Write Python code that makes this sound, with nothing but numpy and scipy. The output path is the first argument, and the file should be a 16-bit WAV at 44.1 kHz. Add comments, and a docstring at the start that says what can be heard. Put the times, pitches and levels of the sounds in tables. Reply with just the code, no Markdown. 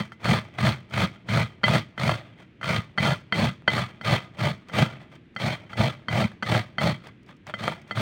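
"""Grating a bitter gourd

A coarse plastic grater lies across a glass bowl in a kitchen. On each push its teeth tear the
flesh in dense, uneven snaps: the plate rasps, thuds in its low bending modes, and juice crackles.
As the gourd is set down again the grater often knocks on the bowl, which rings briefly.
The way back is a faint wet rub."""
import sys
import numpy as np
from scipy import signal
from scipy.fft import rfft, irfft
from scipy.io import wavfile
from scipy.ndimage import uniform_filter1d

SR = 44100
rng = np.random.default_rng(int(sys.argv[2]) if len(sys.argv) > 2 else 0)


def inscribe(sig):
    """Save sig as 16-bit PCM at rate SR to the path in sys.argv[1].

    A 1-D sig is mono; a 2-D sig holds one channel per row.
    Samples are clipped to [-1, 1] before scaling.
    """
    pcm = np.round(np.clip(np.atleast_2d(sig).T, -1, 1) * 32767)
    wavfile.write(sys.argv[1], SR, pcm.astype(np.int16))


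N = 353234

# Event levels are relative; each layer adds its own gain.
# pushes across the teeth: start_s, length_s, crest_fraction, rasp_db, crunch_db, thud_db, slide_db
PUSHES = [(-0.116, 0.13, 0.62, -27.0, -28, -22, -55.5), (0.243, 0.14, 0.62, -27.0, -29, -21.0, -46),
          (0.589, 0.14, 0.61, -27.5, -30, -21.0, -48.5), (0.938, 0.12, 0.82, -27.5, -30.0, -23, -48),
          (1.296, 0.139, 0.64, -27.5, -30.5, -20, -48), (1.659, 0.13, 0.59, -26.5, -28.5, -21, -52),
          (1.998, 0.141, 0.4, -27.5, -28.5, -22.5, -41), (2.642, 0.15, 0.51, -29.0, -32, -27, -50.5),
          (3.001, 0.14, 0.58, -27.0, -28.0, -22.5, -52.5), (3.349, 0.14, 0.51, -28, -29, -21, -55.5),
          (3.7, 0.14, 0.6, -29, -32, -26.5, -46), (4.048, 0.13, 0.63, -27.5, -29.5, -23.5, -46),
          (4.393, 0.12, 0.47, -30.0, -29.5, -24.0, -49.5), (4.74, 0.11, 0.59, -26.0, -26.0, -22, -40.5),
          (5.4, 0.14, 0.54, -31.0, -33.0, -28, -45), (5.773, 0.12, 0.5, -29.0, -27.0, -22, -47),
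          (6.111, 0.14, 0.57, -29, -28.5, -22.5, -52.5), (6.463, 0.14, 0.65, -29.5, -29.5, -22, -45.5),
          (6.804, 0.12, 0.41, -29, -28.0, -22, -48.5), (7.592, 0.14, 0.4, -35.5, -37, -33.5, -48.5),
          (7.96, 0.12, 0.54, -31, -32.0, -22, -50.0)]
# grater hits bowl: start_s, level_db, clack_offset_db, hardness_db_per_octave
KNOCKS = [(0.12, -34, 6, -3), (1.288, -20, 1.5, -11), (1.634, -20, 7.5, 6), (1.639, -3.5, -4, 0),
          (1.978, -21.5, 3.5, -3), (2.613, -30.5, 4.5, -2), (2.63, -21, 2.5, -2), (2.977, -16.5, -1, -1),
          (2.982, -9.5, -0.5, 0.5), (3.324, -5.5, -2.5, -1.5), (3.677, -8.5, -3.5, -3),
          (3.679, -7.5, 2.5, 3), (4.012, -28, 4.5, 2), (4.697, -32.5, 1.5, -4), (5.363, -21.5, 3.5, 2.5),
          (5.732, -31, 8, 3), (6.084, -18, 4.5, 3.5), (6.425, -27, 9.5, 14), (6.429, -18, 4, 4),
          (6.783, -14, 1, 3), (7.539, -17, 0, -1.5), (7.91, -17.5, 2, -1)]
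# light touches between pushes: start_s, length_s, level_db
BRUSHES = [(0.202, 0.042, -49.5), (0.536, 0.031, -47.5), (0.899, 0.036, -49), (1.136, 0.027, -50.5),
           (2.38, 0.058, -53), (4.34, 0.025, -54.0), (4.677, 0.036, -50.5), (5.006, 0.04, -52.5),
           (5.106, 0.064, -53.5), (5.698, 0.047, -43.5), (7.026, 0.075, -51), (7.279, 0.039, -49),
           (7.47, 0.048, -44), (7.549, 0.048, -55), (7.876, 0.11, -49)]
# tough ridges break: start_s, level_db
SNAPS = [(0.256, -11.5), (0.337, -11), (0.586, -14.5), (0.671, -11), (0.979, -13), (1.02, -11),
         (1.373, -14), (1.682, -6), (1.754, -8), (2.094, -9), (2.402, -38), (3.78, -11), (4.055, -21),
         (4.132, -14), (4.755, -17), (4.825, -18), (5.015, -38), (5.401, -28.5), (5.551, -30), (5.812, -15),
         (6.317, -33), (6.522, -9), (6.55, -9), (6.816, -14.5), (7.07, -31.5), (7.468, -29.5), (7.497, -25),
         (7.639, -16), (7.679, -8), (7.721, -18.5), (7.973, -16)]
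# wet flesh sticks or lets go: start_s, level_db
TICKS = [(0.3034, -22), (0.8989, -48), (2.4024, -53), (2.4264, -55), (4.6857, -41), (5.154, -45),
         (5.3502, -49), (7.071, -38), (7.2314, -54), (7.2634, -51), (7.3672, -54), (7.4684, -37),
         (7.817, -46), (7.8776, -46)]
# hard catches: centre_s, level_db
THUMPS = [(0.31, -19), (0.64, -16.5), (1.70, -20), (1.762, -20.5), (2.788, -23.5), (3.009, -22),
          (3.446, -21), (4.829, -15), (5.45, -23), (5.805, -17.5), (6.155, -20.5), (6.254, -21)]

# response to the hand: swell_db, rise_db_per_s, fall_db_per_s, lag_s, light_touch_db, fade_db_per_s
RASP_ENVELOPE = (6, 940.5, 401, 0.0, -0.5, 105)
CRUNCH_ENVELOPE = (11.5, 550.5, 526, 0, -3.5, 101)
THUD_ENVELOPE = (8.5, 779.5, 421, .003, -2.5, 65)
JUICE_ENVELOPE = (8.5, 941, 332, -.001, -20, 127.5)

# spectral shapes: frequency_hz, relative_db
CRUNCH_SPECTRUM = [(120, -35), (240, -8), (310, -5), (420, -3), (560, 2), (700, 0.5), (850, -2),
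                   (1150, -11.5), (1600, -18.5), (4000, -51.5)]
RASP_SPECTRUM = [(350, -41), (800, -9.5), (1150, 1), (1500, -1), (2400, 2), (3700, -7), (4400, -10.5),
                 (4900, -20.5), (5600, -27.5), (9000, -41), (16000, -45.5)]
JUICE_SPECTRUM = [(800, -19), (3000, -9), (4700, 6.5), (5500, 4), (6500, 1), (7600, -4.5), (8500, -0.5),
                  (10000, -12.5), (12500, -17), (15800, -8)]
THUD_SPECTRUM = [(20, -42), (42, -45.5), (70, -12.5), (95, -3.5), (115, 3.5), (140, 1), (180, -2.5),
                 (225, -2.5), (270, -27), (400, -49), (1000, -79)]
CRACK_SPECTRUM = [(40, -27), (100, -8), (300, -5), (600, 4.5), (1500, 3.5), (2400, -0.5), (4400, -15),
                  (5500, -26.5), (9000, -21.5), (12000, -35), (16000, -37)]
ROOM_SPECTRUM = [(20, -25), (50, -8.5), (120, 1.5), (200, 0.5), (350, -4), (600, -21), (850, -26.5),
                 (2200, -19.5), (3500, -28), (5000, -42), (10000, -57), (16000, -66)]

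# peaks and dips of the grater on the bowl: centre_hz, width_hz, boost_db
GRATER_RESONANCES = [(323.3, 42, 8), (628.4, 112, 7), (738, 39, 3), (944, 90, 4.5), (1090, 64, -2.5),
                     (1231, 130, 5), (1368, 60, 5), (1580, 230, 0.5), (2013, 82, 5.5), (2330, 140, -2.5),
                     (2860, 490, -5.5), (3153, 100, 8.5), (3394, 160, 6), (4350, 280, 5.5)]
# low bending modes of the plate: centre_hz, width_hz, boost_db
BENDING_MODES = [(88, 14, 1.5), (112.5, 13, 3), (134, 13, 3.5), (187, 16, 2.5), (221, 22, 2.5)]
# slow modes of the glass: pitch_hz, gain_db, t60_s
HUM_MODES = [(1085, -11.5, .8), (2050, -11.5, 0.58)]
# struck plastic plate: pitch_hz, level_db, t60_s
PLATE_MODES = [(129, -24, 0.11), (205, -12, 0.099), (470, -25.5, 0.1), (614, -13.5, 0.027),
               (820, -18.5, 0.025), (1306, -20, 0.051), (1375, -7.5, .03), (1500, -2, 0.016),
               (1754, -9, 0.02), (2390, -17.5, 0.0089)]
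# struck glass, damped by the grater: pitch_hz, level_db, t60_s
BOWL_MODES = [(2027, -12, 0.12), (2078, -18.5, 0.052), (3155, -14, 0.073), (2965, -36, .06),
              (4400, -20.5, 0.044), (4545, -24.5, 0.031), (6020, -49, 0.06)]
# kitchen echo: frequency_hz, t60_s
ECHO_DECAY = [(100, 0.52), (600, 0.17), (2000, 0.25), (4000, 0.43), (8000, 0.37), (16000, 0.14)]


def from_db(db):
    """Decibels to gain."""
    return 10 ** (np.asarray(db) / 20)


def unit_rms(x):
    """Scale to unit power."""
    return x / np.sqrt(np.mean(x ** 2) + 1e-20)


def at_hz(points, hz):
    """Read a table on a log-frequency axis."""
    table_hz, values = np.transpose(points)
    return np.interp(np.log(np.maximum(hz, 1)), np.log(table_hz), values)


def butter(x, order, edges_hz, kind="low"):
    """Butterworth filter."""
    return signal.sosfilt(signal.butter(order, edges_hz, kind, fs=SR, output="sos"), x)


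def drift(rate_hz):
    """Smooth random wander, unit RMS."""
    pole = np.exp(-2 * np.pi * rate_hz / SR)
    return unit_rms(signal.lfilter([1], [1, -2 * pole, pole * pole], rng.standard_normal(N + SR))[SR:])


def response(spectrum, resonances=(), size=8192):
    """Minimum-phase impulse response, unit energy."""
    hz = np.arange(size // 2 + 1) * SR / size
    peaks_db = sum(db / (1 + (2 * (hz - centre) / width) ** 2) for centre, width, db in resonances)
    cepstrum = irfft(np.log(from_db(at_hz(spectrum, hz) + peaks_db)))
    cepstrum[1:size // 2] *= 2
    cepstrum[size // 2 + 1:] = 0
    ir = irfft(np.exp(rfft(cepstrum)))
    return ir / np.sqrt(np.sum(ir ** 2))


def through(force, ir):
    """Convolve with an impulse response."""
    return signal.fftconvolve(force, ir)[:N]


def impulses(times_s, gains):
    """One click at each time."""
    out = np.zeros(N)
    np.add.at(out, np.clip((np.asarray(times_s) * SR).astype(int), 0, N - 1), gains)
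    return out


def levelled(x, window_s):
    """Hold running power at one; keep the faster grain."""
    power = uniform_filter1d(x ** 2, max(int(window_s * SR), 8))
    return x / np.sqrt(np.maximum(power, 1e-9))


def grains(per_s, spread_db):
    """Cells burst at random: many small, a few large."""
    sizes = from_db(spread_db * np.minimum(rng.exponential(1, N), 4.5))
    return unit_rms(sizes * rng.choice([-1, 1], N) * (rng.random(N) < per_s / SR))


def bursts(events, ir, crumble_db, crumble_s):
    """Each break: a sharp click, then short crumbling."""
    start_s, level_db = np.transpose(events)
    clicks = impulses(start_s, from_db(level_db))
    fade = np.exp(-np.arange(SR // 10) / (crumble_s * SR))
    crumbs = through(clicks, fade / np.sqrt(np.sum(fade ** 2))) * rng.standard_normal(N)
    return through(clicks + from_db(crumble_db) * crumbs, ir / np.abs(ir).max())


def contact_db(peaks_db, envelope):
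    """Pushes and brushes bite, swell and let go; a fading slide follows each push."""
    swell_db, rise_db_per_s, fall_db_per_s, lag_s, light_touch_db, fade_db_per_s = envelope
    t = np.arange(0, N, 32) / SR - lag_s

    def flanks(start_s, end_s, decay_db_per_s):
        return -rise_db_per_s * np.maximum(start_s - t, 0) - decay_db_per_s * np.maximum(t - end_s, 0)

    def arch(start_s, length_s, crest):
        past_crest = np.clip((t - start_s) / length_s, 0, 1) - crest
        sag = (past_crest / np.where(past_crest < 0, crest, 1 - crest)) ** 2
        return flanks(start_s, start_s + length_s, fall_db_per_s) - swell_db * sag

    pushes = [db + arch(*push[:3]) for push, db in zip(PUSHES, peaks_db)]
    slides = [db + light_touch_db + flanks(start_s + length_s, start_s + length_s, fade_db_per_s)
              for start_s, length_s, *_, db in PUSHES]
    brushes = [db + light_touch_db + arch(start_s, length_s, crest=0.36)
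               for start_s, length_s, db in BRUSHES]
    power = np.sum(from_db(np.maximum(pushes + slides + brushes, -130)) ** 2, axis=0)
    return np.interp(np.arange(N) / SR - lag_s, t, 10 * np.log10(power))


def gripped_plate(force, spectrum, ripple_db, shift_hz):
    """The hand travels over the plate, so its fine resonances keep changing in strength."""
    pulls = np.array([np.exp(3 * drift(shift_hz)) for _ in range(7)])
    out = 0
    for share in pulls / pulls.sum(axis=0):
        fine = [(hz, 35 + hz / 60, ripple_db * rng.uniform(-1.1, 1))
                for hz in np.geomspace(450, 9000, 72)]
        out += through(force * share, response(spectrum, GRATER_RESONANCES + fine))
    return out


def plate_rasp(force, level_db):
    """Cut flesh rasps; flesh that only slides gives a duller rub."""
    rasp = gripped_plate(force * from_db(level_db + 1.12), RASP_SPECTRUM, ripple_db=6.5, shift_hz=10.1)
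    rub = signal.sosfiltfilt(signal.butter(5, 3950, fs=SR, output="sos"), rasp)   # zero phase
    cutting = np.clip((level_db + 56) / 24, 0, 1)
    return cutting * rasp + (1 - cutting) * rub


def juice_crackle(spray, level_db):
    """Juice sprays; lone bubbles pop."""
    bubbles = grains(per_s=70, spread_db=1.5)
    force = spray * from_db(level_db + 2.5) + bubbles * from_db(level_db - 10)
    return through(force, response(JUICE_SPECTRUM))


def plate_thud(tearing, level_db, thump_width_s=0.013):
    """Tearing bends the plate; hard catches make it thump."""
    t = np.arange(N) / SR
    thump_power = sum(from_db(db) ** 2 / (1 + ((t - centre_s) / thump_width_s) ** 2) ** 4
                      for centre_s, db in THUMPS)
    bending = levelled(through(tearing, response(THUD_SPECTRUM, BENDING_MODES)), window_s=0.04)
    return bending * np.sqrt(from_db(level_db - 0.4) ** 2 + thump_power)


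def grating(ridge_hz=22):
    """Teeth catch and let go many times a push; each catch tears a clump of cells."""
    rasp_peaks_db, crunch_peaks_db, thud_peaks_db = np.transpose(PUSHES)[3:6]
    ridges_db = 1.5 * drift(ridge_hz)   # warty skin: uneven load
    rasp_db = contact_db(rasp_peaks_db, RASP_ENVELOPE) + ridges_db
    crunch_db = contact_db(crunch_peaks_db, CRUNCH_ENVELOPE) + ridges_db + 1.58
    juice_db = contact_db(rasp_peaks_db - 16, JUICE_ENVELOPE) + ridges_db
    thud_db = contact_db(thud_peaks_db, THUD_ENVELOPE) + 1.8 * drift(ridge_hz)
    catching = drift(rate_hz=80)
    bite = from_db(0.35 * (rasp_db - rasp_db.max()))   # a light touch tears fewer cells
    tearing = levelled(grains(per_s=7000 * bite, spread_db=3) * from_db(3.2 * catching), window_s=0.024)
    spray = levelled(grains(per_s=8000 * bite, spread_db=0.5) * from_db(1.9 * catching), window_s=0.029)
    crunch = gripped_plate(tearing * from_db(crunch_db), CRUNCH_SPECTRUM, ripple_db=3.5, shift_hz=6.3)
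    rasp = plate_rasp(0.79 * tearing + 0.59 * spray, rasp_db)
    juice = juice_crackle(spray, juice_db)
    body = butter(crunch + plate_thud(tearing, thud_db), 3, 57, "high")   # no deep bass below the thud
    return body + rasp + juice


def bowl_hum(drive):
    """The glass sings faintly with the scraping."""
    out = np.zeros(N)
    for hz, gain_db, t60_s in HUM_MODES:
        radius = from_db(-60 / (t60_s * SR))
        feedforward = np.array([1, 0, -1]) * (1 - radius ** 2) / 2
        feedback = [1, -2 * radius * np.cos(2 * np.pi * hz / SR), radius ** 2]
        out += from_db(gain_db) * signal.lfilter(feedforward, feedback, drive)
    return out


def kitchen_echo(direct, wet_db, first_echo_s):
    """Diffuse, slightly dull echo off hard walls; each octave has its own decay."""
    t = np.arange(SR * 3 // 4) / SR
    edges_hz = np.geomspace(60, 16000, 9)
    tail = 0
    for low_hz, high_hz in zip(edges_hz, edges_hz[1:]):
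        band = butter(rng.standard_normal(len(t)), 2, [low_hz, high_hz], "band")
        t60_s = at_hz(ECHO_DECAY, np.sqrt(low_hz * high_hz))
        tail += band * from_db(-60 * t / t60_s)
    tail *= t > first_echo_s
    tail /= np.sqrt(np.sum(tail ** 2))
    return butter(through(direct, from_db(wet_db) * tail), 2, 6000)


def room_tone(level_db):
    """Steady low background noise."""
    return from_db(level_db) * through(rng.standard_normal(N), response(ROOM_SPECTRUM))


def struck(start_s, level_db, tilt_db_per_octave, modes, scatter_db, swell_s):
    """Each blow excites all modes, which swell and decay; hard blows favour the upper ones."""
    t = np.arange(int(SR * 0.7)) / SR
    octaves = np.log2([hz / modes[0][0] for hz, _, _ in modes])
    jitter_db = scatter_db * rng.standard_normal((len(start_s), len(modes)))
    strengths = from_db(level_db[:, None] + np.outer(tilt_db_per_octave, octaves) + jitter_db)
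    swell = 1 - np.exp(-t / swell_s)
    rings = [swell * from_db(db - 60 * t / t60_s) * np.sin(2 * np.pi * hz * t) for hz, db, t60_s in modes]
    return sum(through(impulses(start_s, gains), ring) for gains, ring in zip(strengths.T, rings))


def bowl_knocks():
    """Plastic clacks and buzzes, the wet gourd splats, the glass rings on."""
    start_s, level_db, clack_offset_db, hardness = np.transpose(KNOCKS)
    clack_db = level_db + clack_offset_db
    splat_db = 0.45 * clack_db - 34
    crack_ir = response(CRACK_SPECTRUM, GRATER_RESONANCES)
    clack = struck(start_s, clack_db, 0, PLATE_MODES, scatter_db=2, swell_s=0.00026)
    buzz = bursts(np.c_[start_s, clack_db], crack_ir, crumble_db=12.5, crumble_s=0.0063)
    splat = bursts(np.c_[start_s, splat_db], response(JUICE_SPECTRUM), crumble_db=6.5, crumble_s=0.015)
    ring = struck(start_s, level_db, hardness, BOWL_MODES, scatter_db=1.5, swell_s=0.0013)
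    plastic = butter(from_db(-2.5) * clack + from_db(-17) * buzz, 3, [90, 4500], "band")
    return plastic + splat + from_db(2.5) * ring


def flesh_snaps():
    """Tough ridges crack through the plate; wet flesh ticks; loose pulp settles throughout."""
    crack_ir = response(CRACK_SPECTRUM, GRATER_RESONANCES)
    cracks = bursts(SNAPS, crack_ir, crumble_db=4, crumble_s=0.0044)
    ticks = bursts(TICKS, response(JUICE_SPECTRUM), crumble_db=4, crumble_s=0.004)
    pulp = through(grains(per_s=18, spread_db=4.5), crack_ir)
    return from_db(-3.5) * cracks + from_db(-1.5) * ticks + from_db(-74) * pulp


def scene():
    """Grater and bowl close by in a quiet kitchen, mono."""
    direct = grating() + flesh_snaps() + bowl_knocks()
    echo = kitchen_echo(direct, wet_db=-19.5, first_echo_s=0.001)
    return (direct + bowl_hum(direct) + echo + room_tone(level_db=-52.5))[None]


def record(dry):
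    """Steep low-pass at 15.9 kHz."""
    return signal.sosfilt(signal.ellip(12, 0.1, 80, 15900, fs=SR, output="sos"), dry)


dry = scene()
out = record(dry)
inscribe(out)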